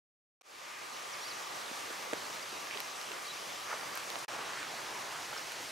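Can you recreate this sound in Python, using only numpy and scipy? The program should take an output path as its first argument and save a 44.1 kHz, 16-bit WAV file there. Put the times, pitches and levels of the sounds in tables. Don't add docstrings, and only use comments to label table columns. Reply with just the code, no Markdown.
import sys
import numpy as np
from scipy import signal
from scipy.io import wavfile
from scipy.ndimage import uniform_filter1d

SR = 44100
rng = np.random.default_rng(int(sys.argv[2]) if len(sys.argv) > 2 else 0)


def transcribe(u):
    v = np.clip(np.atleast_2d(u).T, -1, 1)
    q = np.round(v * 32767).astype(np.int16)
    wavfile.write(sys.argv[1], SR, q)


N = 251987


def gain_of(db):
    return 10 ** (np.asarray(db) / 20)


def unit_rms(x):
    return x / np.sqrt(np.mean(x ** 2) + 1e-20)


def curve_at(points, hz):
    f, value = np.transpose(points)
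    return np.interp(np.log(hz + 1), np.log(f + 1), value)


def place(mix, start_s, sound, pan_db):
    part = mix[:, round(start_s * SR):][:, :len(sound)]
    part += gain_of([[pan_db / 2], [-pan_db / 2]]) * sound[:part.shape[1]]


def butter_filter(x, order, hz, kind):
    return signal.sosfilt(signal.butter(order, hz, kind, fs=SR, output="sos"), x)


def resonate(x, hz, width_hz):
    turn = np.exp(2j * np.pi * np.cumsum(hz * np.ones(len(x))) / SR)
    pole = np.exp(-np.pi * width_hz / SR)
    return 2 * (turn * signal.lfilter([1 - pole], [1, -pole], x / turn)).real


def wander(rate_hz):
    return unit_rms(butter_filter(rng.standard_normal(N), 2, rate_hz, "low"))


def casing_knocks(ring_s=.013, halving_db=14):
    # t/s, level/dB, f/Hz
    pushes = [(1.074, -43, 520), (1.713, -38.5, 265), (1.73, -45, 600), (1.9015, -39, 600),
              (1.907, -38, 400), (2.076, -41, 505), (2.1302, -24, 530), (2.1333, -34, 300),
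              (2.1365, -26.5, 520), (2.525, -44, 350), (2.7575, -39, 420), (2.7645, -42, 380),
              (3.112, -42, 440), (3.695, -39, 700), (3.7155, -33, 1400), (3.717, -35, 1400),
              (3.7255, -31, 1300), (3.7275, -29, 1050), (3.7297, -30, 1000), (3.7395, -34, 600),
              (4.1562, -29, 1100), (4.147, -35, 1000), (4.163, -33, 700), (5.3285, -35, 1200),
              (5.3298, -30, 1100), (5.336, -36, 1400), (5.364, -30, 1200), (5.3705, -35, 1400)]
    out, t = np.zeros((2, N)), np.arange(3000) / SR
    for start, db, hz in pushes:
        t60 = ring_s * 2 ** (-(db + 36) / halving_db) * (400 / hz) ** .7
        envelope = (1 - np.exp(-t / .0006)) ** 2 * gain_of(-60 * t / t60)
        ring = -envelope / envelope.max() * np.sin(2 * np.pi * hz * t)
        place(out, start, gain_of(db) * ring, pan_db=-1)
    out = butter_filter(out, 2, 170, "high")
    return out + 0.43 * np.roll(out, 25) * [[1], [-1]]


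def ticks_and_squeak_pulses():
    # t/s, level/dB, lowest f/Hz, highest f/Hz
    clicks = [(.7855, -40, 4000, 12000), (1.9055, -38, 1000, 4000), (2.134, -32, 6600, 8000),
              (2.1341, -22.5, 150, 1900), (2.6712, -35, 1200, 3500), (2.7105, -30, 2000, 2700),
              (2.727, -37, 2100, 2900), (2.7395, -35, 1900, 2700), (2.7475, -35, 2300, 3100),
              (2.7737, -28, 2300, 4200), (2.7738, -42, 9000, 14500), (2.8036, -26, 600, 5000),
              (2.8037, -32, 5000, 16500), (2.804, -35, 11100, 12000), (3.0143, -29.5, 2500, 12000),
              (3.118, -30, 1500, 5000), (3.8108, -31, 1500, 6000), (3.9547, -31, 11500, 15000),
              (3.9749, -29, 700, 2500), (3.975, -32, 5800, 8200), (3.9751, -35, 10500, 15000),
              (3.98, -39, 10000, 13000), (4.1024, -29, 2200, 5000), (4.1025, -33, 7000, 15000),
              (4.1572, -29, 1500, 5000), (4.1896, -34, 7500, 11500), (4.5345, -32, 700, 3500),
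              (4.63, -30, 1200, 3000), (5.377, -39, 5100, 5800), (5.379, -39, 5100, 5700),
              (5.384, -41, 4500, 5200), (5.395, -33, 1200, 2100), (5.5202, -31, 1200, 3000),
              (5.5204, -34, 7500, 15000)]
    out, t = np.zeros((2, N)), np.arange(300) / SR
    scatter = rng.standard_normal((len(clicks), len(t))) * .25 * np.exp(-t / .0004)
    bursts = scatter - np.exp(-t / .00004)
    for (start, db, low_hz, high_hz), burst in zip(clicks, bursts):
        click = butter_filter(burst, 2, [low_hz, high_hz], "band")
        place(out, start, gain_of(db) * click / abs(click).max(), pan_db=-1)
    dull = uniform_filter1d(out, size=4)
    return out + 1.1 * np.roll(dull, 6) * [[1], [-1]]


def rustle():
    # middle t/s, half length/s, level/dB, centre f/Hz
    strokes = [(.73, 0.12, -48.5, 1950), (3.718, 0.05, -43, 1300), (3.8, 0.14, -48.5, 1040),
               (3.97, 0.055, -48, 1440), (4.144, 0.083, -50.5, 830), (4.335, .08, -49.5, 1050),
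               (4.503, 0.27, -46.5, 1000), (4.61, .06, -46, 2050), (4.9, .2, -50, 960),
               (5.135, 0.094, -48, 1090), (5.315, 0.04, -47.5, 1500), (5.385, .04, -49, 1600),
               (5.62, .1, -58, 2000)]
    middle_s, half_s, db, hz = np.transpose(strokes)[:, :, None]
    t = np.arange(N) / SR
    frame_s = t[::64]
    power = gain_of(db) ** 2 * (np.exp(-2 * ((frame_s - middle_s) / half_s) ** 2) + 1e-6)
    swell = np.interp(t, frame_s, np.sqrt(power.sum(0)))
    centre_hz = np.interp(t, frame_s, (power * hz).sum(0) / power.sum(0))
    grains = rng.standard_normal(N) * gain_of(2.0 * wander(150) + .8 * wander(25))
    body = unit_rms(resonate(resonate(grains, centre_hz, 1360), centre_hz, 1360))
    top = unit_rms(resonate(resonate(grains, 5100, 2800), 5100, 2800))
    rub = butter_filter(body + gain_of(-17) * top, 3, 480, "high")
    return swell * rub * gain_of([[-.6], [.6]])


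def squeak():
    # t/s, f/Hz, level/dB
    course = [(2.69, 1780, -58), (2.7, 1780, -47.5), (2.713, 1780, -47.5), (2.717, 2380, -50),
              (2.74, 2320, -46), (2.748, 2550, -46.5), (2.754, 2600, -60)]
    times, hz, db = np.transpose(course)
    t = np.arange(times[0], times[-1], 1 / SR)
    rough = unit_rms(resonate(rng.standard_normal(len(t)), np.interp(t, times, hz), width_hz=130))
    out = np.zeros((2, N))
    place(out, times[0], gain_of(np.interp(t, times, db)) * rough, pan_db=-.5)
    return out


def birds(echo_db=-15):
    # t/s, length/s, start f/Hz, middle f/Hz, end f/Hz, level/dB
    notes = [(1.124, .024, 6200, 5450, 3950, -47), (1.204, .044, 5450, 5650, 5650, -51),
             (1.221, .071, 3300, 4740, 4000, -50), (1.277, .052, 5800, 4800, 3650, -47.5),
             (2.422, .013, 4900, 4750, 4500, -50), (3.242, .018, 3950, 3950, 4050, -50),
             (3.265, .014, 4550, 4420, 4500, -50), (3.279, .018, 4000, 3880, 4150, -47.5),
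             (3.298, .013, 3750, 3950, 4000, -46.5), (3.308, .014, 3950, 3850, 4100, -46.5)]
    out, flutter = np.zeros((2, N)), wander(320)
    for start, length, start_hz, middle_hz, end_hz, db in notes:
        u = np.linspace(-1, 1, round(length * SR))
        hz = middle_hz + (end_hz - start_hz) / 2 * u + ((start_hz + end_hz) / 2 - middle_hz) * u ** 2
        shake = flutter[round(start * SR):][:len(u)]
        tone = np.sqrt(2) * np.sin(2 * np.pi * np.cumsum(hz * (1 + .011 * shake)) / SR)
        arch_db = -4.5 * (u - .1) ** 2
        tone *= gain_of(db + arch_db + 1.8 * shake) * signal.windows.tukey(len(u), .2)
        place(out, start, tone, pan_db=-.5)
        place(out, start + .007, gain_of(echo_db) * tone, pan_db=3)
        place(out, start + .024, gain_of(echo_db) * tone, pan_db=-3)
    return out


def hum(edge_s=.026):
    # t/s, length/s, start f/Hz, end f/Hz, width/Hz, level/dB
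    bands = [(.4, 1.1, 1190, 1180, 60, -53.5), (1.47, 3.08, 1180, 1160, 65, -56),
             (4.33, .1, 850, 830, 90, -53), (4.68, .08, 830, 720, 90, -52),
             (4.87, .17, 980, 1000, 100, -51.5), (5.02, .06, 820, 690, 60, -51)]
    out, waver = np.zeros((2, N)), gain_of(0.85 * wander(11))
    for start, length, start_hz, end_hz, width_hz, db in bands:
        t = np.arange(0, length, 1 / SR)
        hz = start_hz + (end_hz - start_hz) * t / length
        both, left, right = (unit_rms(resonate(rng.standard_normal(len(t)), hz, width_hz))
                             for _ in range(3))
        envelope = gain_of(db) * np.clip(np.minimum(t, length - t) / edge_s, 0, 1)
        pair = np.array([1.37 * both + 0.65 * left, 0.61 * both + 0.6 * right])
        out[:, round(start * SR):][:, :len(t)] += envelope * pair
    return out * waver


def air_hiss(patch_db=.96, flicker_db=.33):
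    # f/Hz, level/dB
    spectrum = [(20, -50), (50, -20), (110, -8), (240, -10.5), (310, -5), (520, -3), (1000, -1.5),
                (1400, -3.5), (2100, -2.5), (3500, -6), (6000, -8.5), (8200, -16), (12000, -22.5),
                (15700, -32)]
    # f/Hz, side minus mid/dB
    width = [(60, -11), (110, -16), (170, -12), (270, -8), (450, -4.5), (740, 2), (1050, 2.5), (1300, 0.5),
             (2010, -5), (3330, -9), (5500, -12), (9000, -5.5), (9700, -4.5), (10800, -25), (15000, -35)]
    # f/Hz, left minus right/dB
    balance = [(300, 0), (900, -1.7), (2400, -0.5), (5000, 1), (8000, -2), (9600, -1), (10500, -0.5)]
    # t/s, level/dB, treble tilt/(dB per octave), width change/dB, bass lift/dB
    drift = [(.47, -46.5, 2.5, 0, -4), (.82, -49.3, 2.5, 0, -4), (1.15, -47.5, 2.5, 0, -2),
             (2, -47, 2.5, -1.5, -0.5), (3.3, -47.5, 2.5, -2, -4.5), (4.25, -47, 3, -1.5, 2.5),
             (4.29, -46.5, 1, -2.5, 1.5), (5.71, -47, 3, -5, 0)]
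    frames, hz = N // 256 + 5, np.fft.rfftfreq(1024, 1 / SR)
    mid_re, mid_im, side_re, side_im, patches = rng.standard_normal((frames, len(hz), 5)).T
    patches = unit_rms(uniform_filter1d(uniform_filter1d(patches, size=14, axis=0), size=12, axis=1))
    flicker = unit_rms(uniform_filter1d(rng.standard_normal(frames), size=8))
    times, *columns = np.transpose(drift)
    frame_s = np.arange(frames) * 256 / SR
    level_db, tilt_db, wide_db, bass_db = (np.interp(frame_s, times, column) for column in columns)
    treble_octaves = np.log2(np.maximum(hz, 4000) / 4000)[:, None]
    top_edge_db = -np.clip(hz - 15750, 0, 200)[:, None] * .3
    bass_shelf = 1 / (1 + (hz[:, None] / 300) ** 4)
    colour_db = curve_at(spectrum, hz)[:, None] + top_edge_db
    colour_db = colour_db + tilt_db * treble_octaves + bass_db * bass_shelf
    field = gain_of(colour_db + level_db + patch_db * patches + flicker_db * flicker)
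    mid = field * (mid_re + 1j * mid_im)
    side = field * gain_of(curve_at(width, hz)[:, None] + wide_db) * (side_re + 1j * side_im)
    lean = gain_of(curve_at(balance, hz)[:, None] / 2)
    pair = np.array([(mid + side) * lean, (mid - side) / lean])
    level_band = hz[(hz > 2500) & (hz < 9000)]
    band_gain = np.sqrt(np.sum(gain_of(curve_at(spectrum, level_band)) ** 2))
    return signal.istft(pair, nperseg=1024, noverlap=768)[1][:, :N] / band_gain * gain_of(1.0)


def fader(blip_s=(.411, .4205), rise_start_s=.426, rise_s=.28, dropout_s=(4.249, 4.2815), sink_s=.014):
    t = np.arange(N) / SR
    gain = 1 - np.exp(-np.maximum(t - rise_start_s, 0) / rise_s)
    gain += gain_of(-16.5) * ((t > blip_s[0]) & (t < blip_s[1]))
    dropped = (t > dropout_s[0]) & (t < dropout_s[1])
    sinking = gain_of(-14) * (1 - (t[dropped] - dropout_s[0]) / sink_s)
    gain[dropped] *= np.maximum(sinking, gain_of(-55))
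    return uniform_filter1d(gain, size=60)


def scene():
    air = air_hiss()
    softened = butter_filter(hum() + rustle() + squeak(), 6, 11000, "low")
    return air + softened + birds() + casing_knocks() + ticks_and_squeak_pulses()


def record(dry, low_cut_hz=100, top_hz=16350):
    thin = butter_filter(dry, 2, low_cut_hz, "high")
    band_limit = signal.firwin(511, top_hz, window=("kaiser", 9), fs=SR)
    return signal.oaconvolve(thin * fader(), band_limit[None], "same")


dry = scene()
out = record(dry)
transcribe(out)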